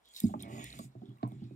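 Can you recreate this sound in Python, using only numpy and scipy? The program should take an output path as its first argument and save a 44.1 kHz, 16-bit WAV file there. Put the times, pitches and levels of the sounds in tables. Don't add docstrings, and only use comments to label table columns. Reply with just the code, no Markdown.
import sys
import numpy as np
from scipy import signal
from scipy.fft import rfft, irfft, next_fast_len
from scipy.io import wavfile
from scipy.ndimage import uniform_filter1d

SR = 44100
rng = np.random.default_rng(int(sys.argv[2]) if len(sys.argv) > 2 else 0)


def boost_factor(decibels):
    exponent = np.asarray(decibels, float) / 20
    return 10 ** exponent


def materialize(psi):
    bounded = np.clip(np.atleast_2d(psi).T, -1, 1)
    quanta = np.round(bounded * 32767).astype(np.int16)
    wavfile.write(sys.argv[1], SR, quanta)


N = 68355

# start_s, blow_db, air_column_db and stave_crack_db (both beside the blow), column_pitch_hz
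BUMPS = [(0.217, -39.5, -21, -26.5, 124), (0.2365, -12, -0.5, -58, 100.3),
         (0.292, -49.5, 28.5, -3.5, 103.8), (0.305, -30.5, -25, -26.5, 109), (0.339, -26, -2, -19, 123.7),
         (0.36, -41.5, -4, -48, 107), (0.444, -38, -6, -43, 107), (0.521, -26.5, -33, -34, 133),
         (0.545, -34.5, 7, -26, 113), (0.736, -59.5, 30, 3.5, 135.7), (0.792, -28.5, -1.5, -20, 116),
         (0.84, -42, 16, -26, 131.6), (0.951, -35.5, 13.5, -30.5, 124.5), (1.017, -32.5, -19, -33, 119),
         (1.076, -37, 16.5, -66, 124.3), (1.1, -40, 3, -30.5, 140.6), (1.2289, -26.5, 16, -10.5, 123.6),
         (1.317, -35, 7, -27, 127.4), (1.345, -41.5, 21.5, -44, 134), (1.417, -33, 5, -56, 123),
         (1.435, -38, 17.5, -40, 122.8), (1.508, -34, 9.5, -35, 130.4)]
# pitch_hz, level_db, fade_by_60_db_s
WALL = [(157.8, -18, 0.33), (202.34, -1, 0.13), (225.2, 4, 0.087), (274.2, -3.5, 0.14), (327.1, -10, 0.16),
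        (385, -16.5, 0.21)]
COLUMN = [(97, -4, .15), (125, 0, .18)]
STAVE = [(440, -10, .06), (520, -12, .05), (600, -3, .045), (690, 0, .045), (780, -3, .045), (880, -6, .04),
         (970, -6, .04), (1080, -7, .04), (1220, -7, .035), (1450, -18, .03), (1900, -22, .03),
         (2500, -26, .025)]
BLOW_S, CRACK_S = 0.0016, 0.0016
SCATTER_DB, CRACK_DB, COLUMN_DB = 4.5, 6, -14.5
COLUMN_T60_S = 0.24
WALL_RISE_S, STAVE_RISE_S, COLUMN_RISE_S = 0.0038, 0.00055, 0.009
STAVE_DETUNE = 0.05

KNOCK_S, KNOCK_DB, KNOCK_TAIL_S, KNOCK_HZ = 1.2295, -36.5, 0.019, 317
KNOCK_EDGE_DB, KNOCK_LOW_HZ, KNOCK_TOP_HZ = -49.5, 1100, 4500
# start_s, level_db, pitch_hz, fade_by_60_db_s
TAPS = [(.2385, -47.5, 656, 0.08), (.3385, -32, 617, 0.041), (.3385, -27, 842, 0.02),
        (.339, -36, 1193, 0.033), (.529, -49, 760, 0.049), (0.9517, -47, 345, 0.056),
        (1.018, -52.5, 720, .1), (1.03, -51.5, 385, .15), (.790, -42.5, 1140, .06),
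        (.951, -52.5, 655, 0.054), (1.2305, -27.5, 293.3, 0.099), (1.234, -42, 1068, 0.12),
        (1.25, -41, 980, 0.059), (1.274, -46.5, 700, 0.054), (1.317, -51, 760, 0.045),
        (1.421, -52.5, 774, 0.027), (1.5091, -42, 328, 0.063), (1.5095, -53.5, 520, 0.036)]

# time_s, gurgle_db, deep_surge_db, stave_rub_db (beside the gurgle)
FLOW = [(0, -90, -84, -10), (.2, -84, -84, -10), (.25, -55, -58, -20), (.4, -50, -60, -16),
        (.46, -48, -72, -7), (.62, -49, -55, -6), (.65, -52, -58, -11), (.675, -64, -57, -7),
        (.78, -55, -68, -12), (.86, -62, -78, -18), (.93, -74, -82, -14), (1.05, -60, -84, -18),
        (1.21, -72, -86, -14), (1.27, -56, -76, -12), (1.4, -60, -74, -20), (1.55, -66, -72, -20)]
SURGE_HZ, SURGE_WIDTH_HZ = 62.5, 2.9
GURGLE_PER_S, GURGLE_SPREAD_DB, GURGLE_COLUMN_DB = 600, 2, -5

# time_s, fizz_db, squelch_db, fizz_tilt_db_per_octave
FOAM = [(0, -80.5, -94, -22), (.11, -65.5, -80.5, -15.5), (.16, -60.5, -74.5, 1.5), (.21, -54, -67.5, -5.5),
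        (.31, -58.5, -87.5, -15.5), (.345, -74, -71.5, -12), (.385, -72.5, -84, -11), (.4, -66, -71, -3),
        (.455, -100, -63, -13), (.48, -63.5, -67, -14), (.53, -58, -62, -12), (.6, -57, -54, -12.5),
        (.66, -54.5, -54.5, -16.5), (.76, -55, -61.5, -13), (.84, -54, -74.5, -10), (.9, -90, -90, -16),
        (1.07, -80, -107, -29), (1.26, -86, -74, -10), (1.285, -75, -79.5, -6), (1.36, -74, -82, -23),
        (1.45, -74.5, -81.5, -28.5), (1.55, -87.5, -95, -8)]
# pitch_hz, level_db
FIZZ = [(2500, -15.5), (3700, -11.5), (5200, -9.5), (6200, -10), (7100, 4.5), (10600, -1), (12000, 3.5),
        (16000, -1)]
FIZZ_PER_S, FIZZ_SPREAD_DB, FIZZ_PATCH_DB = 7000, 3, 3.2
# pitch_hz, width_hz, level_db
GAP = [(1890, 120, -3), (2010, 90, -3), (2220, 150, 1), (2470, 180, -4), (2950, 400, -8), (3550, 300, -10)]
GAP_SWELL_DB, GAP_SWELL_S = 2.8, 0.04
# time_s, level_db
SIZZLE = [(.02, -100), (.06, -66.5), (.125, -96), (.15, -53.5), (.168, -51), (.198, -59.5), (.215, -66),
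          (.232, -72), (.255, -72), (.275, -88), (.385, -100), (.4, -59), (.46, -72), (.48, -86)]
# pitch_hz, width_hz, level_db
POCKETS = [(3300, 130, -13), (3950, 310, 5), (4350, 330, 2.5), (5000, 850, -2.5), (7200, 1330, -5.5)]
CLUMPS_PER_S, CLUMP_S = 260, 0.0012
# start_s, level_db, pitch_hz, snap_db (beside the bubble)
TICKS = [(0.055, -59, 3430, -6), (0.0863, -69.5, 3180, 9), (0.1372, -50, 4170, -11),
         (0.1523, -48, 3850, -5), (0.1632, -35, 3980, -10), (0.173, -47, 4270, -5.5),
         (0.2015, -32.5, 7530, 1), (0.2037, -39.5, 3620, -22), (0.235, -45.5, 5100, -1),
         (0.2433, -45, 4900, -8), (0.2690, -40, 7200, -22), (0.2836, -44, 7400, -28),
         (0.3937, -54, 3300, -7), (0.4040, -41, 3730, -29), (0.424, -31.5, 9390, -11),
         (0.432, -41.5, 3410, -12), (0.539, -60, 3050, -21), (0.6114, -48, 3440, -8),
         (0.6411, -37, 8000, -1.5), (0.7033, -40, 4200, -37), (0.727, -40, 3950, -19),
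         (0.789, -45, 3620, -1), (1.0161, -68, 3400, -18), (1.0565, -57.5, 3530, -26),
         (1.0924, -65.5, 3054, -5.5), (1.1722, -67, 1960, -4), (1.184, -67, 2700, -6),
         (1.276, -53, 8150, -7), (1.286, -63, 8700, -2), (1.3189, -59.5, 3550, -5), (1.44, -59, 4320, -15)]
TICK_CYCLES, SNAP_S, SNAP_HZ = 11, 0.0013, 10900
# start_s, length_s, level_db, pitch_hz
LEAKS = [
    (0.041, 0.11, -68, 3300),
    (0.509, 0.19, -60, 6890),
    (1.046, 0.11, -77, 3350),
    (1.137, 0.22, -65.5, 1120),
    (1.426, .12, -78.5, 2485),
]
LEAK_WIDTH = 0.04

# pitch_hz, delay_s
BARREL_LAG = [(150, 0.00029), (400, 0.00025), (1000, 0.00046)]
FOAM_LAG = [(2000, 0.00041), (8000, 0.0003286)]
# pitch_hz, left_minus_right_db
BARREL_PAN = [(60, -1.5), (200, -1.5), (400, -8.5), (1000, -4)]
FOAM_PAN = [(3000, -4), (8000, -3.5), (12000, 0)]
MIC_LOW_HZ, MIC_TOP_HZ = 52, 15700
# pitch_hz, fade_by_60_db_s
ROOM_T60_S = [(100, 0.14), (500, 0.11), (1200, 0.085), (10000, 0.11)]
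WET_DB, FOAM_WET_DB, TICK_WET_DB = -10.5, 0, -18
# pitch_hz, level_db
ROOM_TONE = [(18, -28), (45, -12), (70, -16), (200, -25), (350, -16), (780, -15), (2170, -25), (4530, -38),
             (16000, -39.5)]
ROOM_TONE_DB = -73.5


def evened(x):
    return x / np.sqrt(np.mean(x ** 2) + 1e-20)


def read(points, hz):
    f, value = np.transpose(points)
    return np.interp(np.log(hz + 1), np.log(f + 1), value)


def curve(table, column):
    rows = np.array(table)
    return boost_factor(np.interp(np.arange(N) / SR, rows[:, 0], rows[:, column]))


def add(mix, s, sound):
    part = mix[round(s * SR):][:len(sound)]
    part += sound[:len(part)]


def colour(x, gain):
    size = next_fast_len(N + 2048)
    return irfft(rfft(x, size) * gain(np.fft.rfftfreq(size, 1 / SR)), size)[..., :N]


def ring(modes, chance, rise_s, length=0.85):
    t = np.arange(round(length * SR)) / SR
    total = np.zeros(len(t))
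    for (hz, db, t60), c in zip(modes, chance):
        total += boost_factor(db + SCATTER_DB * c - 60 * t / t60) * np.sin(2 * np.pi * hz * t)
    return (1 - np.exp(-t / rise_s)) ** 2 * total


def detuned(modes, chance):
    return [(hz * (1 + STAVE_DETUNE * c), db, t60) for (hz, db, t60), c in zip(modes, chance)]


def grains(per_s, spread_db):
    size = boost_factor(spread_db * np.minimum(rng.exponential(1, N), 5))
    return size * rng.choice([-1., 1.], N) * (rng.random(N) < per_s / SR)


def bumps():
    out = np.zeros(N)
    chance = rng.standard_normal((len(BUMPS), 1200))
    blow = np.hanning(round(BLOW_S * SR) + 2)
    fade = np.exp(-np.arange(1000) / SR / CRACK_S)
    for (s, db, column_db, stave_db, hz), c in zip(BUMPS, chance):
        air = ring([(hz, column_db + COLUMN_DB, COLUMN_T60_S)], [0], COLUMN_RISE_S)
        body = 0.5 * ring(WALL, c, WALL_RISE_S) + air
        rattle = abs(c[200:]) ** 2 * np.sign(c[200:]) * fade
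        staves = ring(detuned(STAVE, c[40:]), c[16:], STAVE_RISE_S)
        crack = signal.fftconvolve(staves, rattle / np.linalg.norm(rattle))
        add(out, s, -boost_factor(db) * signal.fftconvolve(body, blow / blow.sum()))
        add(out, s, boost_factor(db + stave_db + CRACK_DB) * crack / abs(crack).max())
    return out


def knock():
    out = np.zeros(N)
    t = np.arange(5000) / SR
    chatter_noise, edge_noise = rng.standard_normal((2, 5000))
    modes = STAVE + [(KNOCK_HZ, 8., .07), (1.38 * KNOCK_HZ, -4., .08)]
    body = ring(modes, np.zeros(len(modes)), STAVE_RISE_S)
    chatter = signal.fftconvolve(chatter_noise * np.exp(-t / KNOCK_TAIL_S), body)[:len(body)]
    add(out, KNOCK_S, boost_factor(KNOCK_DB) * (chatter / abs(chatter).max() + body / abs(body).max()))
    band = signal.butter(5, [KNOCK_LOW_HZ, KNOCK_TOP_HZ], "band", fs=SR, output="sos")
    edge = signal.sosfilt(band, edge_noise + 20 * (t == t[20]))
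    fade = np.exp(-t / 0.0019) + 0.038 * np.exp(-t / 0.041)
    add(out, KNOCK_S, boost_factor(KNOCK_EDGE_DB) * evened(edge) * np.minimum(t / 0.0016, 1) * fade)
    return out


def taps():
    out = np.zeros(N)
    for s, db, hz, t60 in TAPS:
        add(out, s, ring([(hz, db, t60)], [0], STAVE_RISE_S, 0.3))
    return out


def gurgle():
    out = np.zeros(N)
    parts = ((WALL, 1, WALL_RISE_S), (COLUMN, boost_factor(GURGLE_COLUMN_DB), COLUMN_RISE_S),
             (STAVE[:8], curve(FLOW, 3), STAVE_RISE_S))
    for modes, gain, rise_s in parts:
        slugs = grains(GURGLE_PER_S, GURGLE_SPREAD_DB)
        body = ring(modes, np.zeros(len(modes)), rise_s)
        thumps = signal.fftconvolve(slugs * gain * curve(FLOW, 1), body)[:N]
        out += thumps / np.linalg.norm(body) / slugs.std()
    surge = colour(rng.standard_normal(N), lambda hz: 1 / (1 + ((hz - SURGE_HZ) / SURGE_WIDTH_HZ * 2) ** 2))
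    return out + evened(surge) * curve(FLOW, 2)


def fizz():
    bursts = colour(grains(FIZZ_PER_S, FIZZ_SPREAD_DB),
                    lambda hz: boost_factor(read(FIZZ, hz)) * hz ** 6 / (hz ** 6 + 2600. ** 6))
    hz, t, z = signal.stft(evened(bursts), SR, nperseg=256)
    patches = uniform_filter1d(rng.standard_normal(z.shape), size=4, axis=0)
    patches = evened(uniform_filter1d(patches, size=10, axis=1))
    rows = np.array(FOAM)
    octaves = np.log2(np.maximum(hz[:, None], 3500) / 6000)
    tilt_db = np.interp(t, rows[:, 0], rows[:, 3]) * octaves
    bursts = signal.istft(z * boost_factor(FIZZ_PATCH_DB * patches + tilt_db), nperseg=256)[1][:N]
    return bursts * curve(FOAM, 1)


def squelch():
    out = np.zeros(N)
    span = round(GAP_SWELL_S * SR)
    for f, w, db in GAP:
        swell = evened(uniform_filter1d(uniform_filter1d(rng.standard_normal(N), span), span))
        wet = colour(grains(2500, 3.5), lambda hz: 1 / (1 + 1.3j * (hz - f) / w) ** 2)
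        out += boost_factor(db + GAP_SWELL_DB * swell) * wet
    return evened(out) * curve(FOAM, 2)


def sizzle():
    clump = np.hanning(round(2 * CLUMP_S * SR))
    clumps = 0.4 + evened(signal.fftconvolve(abs(grains(CLUMPS_PER_S, 3)), clump)[:N])

    def pockets(hz):
        return sum(boost_factor(db) / (1 + 1.3j * (hz - f) / w) ** 2 for f, w, db in POCKETS)

    return evened(colour(clumps * rng.standard_normal(N), pockets)) * curve(SIZZLE, 1)


def ticks():
    out, snaps = np.zeros(N), np.zeros(N)
    chance = rng.standard_normal((len(TICKS), 300))
    t = np.arange(300) / SR
    for (s, db, hz, snap_db), c in zip(TICKS, chance):
        u = t * hz / TICK_CYCLES * 3
        add(out, s, boost_factor(db) * u ** 2 * np.exp(2 - 2 * u) * np.sin(2 * np.pi * hz * t))
        add(snaps, s, boost_factor(db + snap_db) * c * np.exp(-(t / SNAP_S - 1.5) ** 2))
    return out + colour(snaps, lambda hz: 1.24 * np.exp(-2 * np.log(hz / SNAP_HZ + 1e-6) ** 2))


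def leaks():
    out = np.zeros(N)
    for s, length, db, hz in LEAKS:
        air = colour(rng.standard_normal(N), lambda f: 1 / (1 + ((f - hz) / (LEAK_WIDTH * hz)) ** 4))
        shape = np.sqrt(np.hanning(round(length * SR)))
        add(out, s, boost_factor(db) * shape * evened(air)[:len(shape)])
    return out


def ports(x, lag, pan):
    left = colour(x, lambda hz: boost_factor(read(pan, hz) / 2))
    right = colour(x, lambda hz: boost_factor(-read(pan, hz) / 2) * np.exp(-2j * np.pi * hz * read(lag, hz)))
    return np.array([left, right])


def room(x):
    echoes = np.zeros((2, SR // 2))
    at = np.arange(200, SR // 2 - 20, 20) + rng.integers(0, 20, (2, 1092))
    np.put_along_axis(echoes, at, rng.choice([-1., 1.], at.shape), 1)
    hz, t, z = signal.stft(echoes, SR, nperseg=256)
    fade = boost_factor(-60 * t / read(ROOM_T60_S, hz)[:, None])
    tail = signal.istft(z * fade, SR, nperseg=256)[1]
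    return signal.fftconvolve(x[None], tail / np.linalg.norm(tail[0]), axes=1)[:, :N]


def room_tone():
    a = rng.standard_normal((3, N))
    air = colour(a[:2] + 0.09 * a[2], lambda hz: boost_factor(read(ROOM_TONE, hz)))
    return boost_factor(ROOM_TONE_DB) * evened(air)


def scene():
    barrel = bumps() + knock() + taps() + gurgle()
    froth = fizz() + squelch() + sizzle()
    pops = ticks() + leaks()
    direct = ports(barrel, BARREL_LAG, BARREL_PAN) + ports(froth + pops, FOAM_LAG, FOAM_PAN)
    thin = colour(barrel, lambda hz: hz ** 4 / (hz ** 4 + 350. ** 4))
    echoed = boost_factor(WET_DB) * thin + boost_factor(FOAM_WET_DB) * froth + boost_factor(TICK_WET_DB) * pops
    return direct + room(echoed) + room_tone()


def top_cut(x):
    return signal.sosfilt(signal.butter(12, 16520, fs=SR, output="sos"), x)


def record(dry):
    high_pass = signal.butter(3, MIC_LOW_HZ, "high", fs=SR, output="sos")
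    heard = colour(signal.sosfilt(high_pass, dry), lambda hz: 1 / (1 + (hz / MIC_TOP_HZ) ** 40))
    return top_cut(heard)


dry = scene()
out = record(dry)
materialize(out)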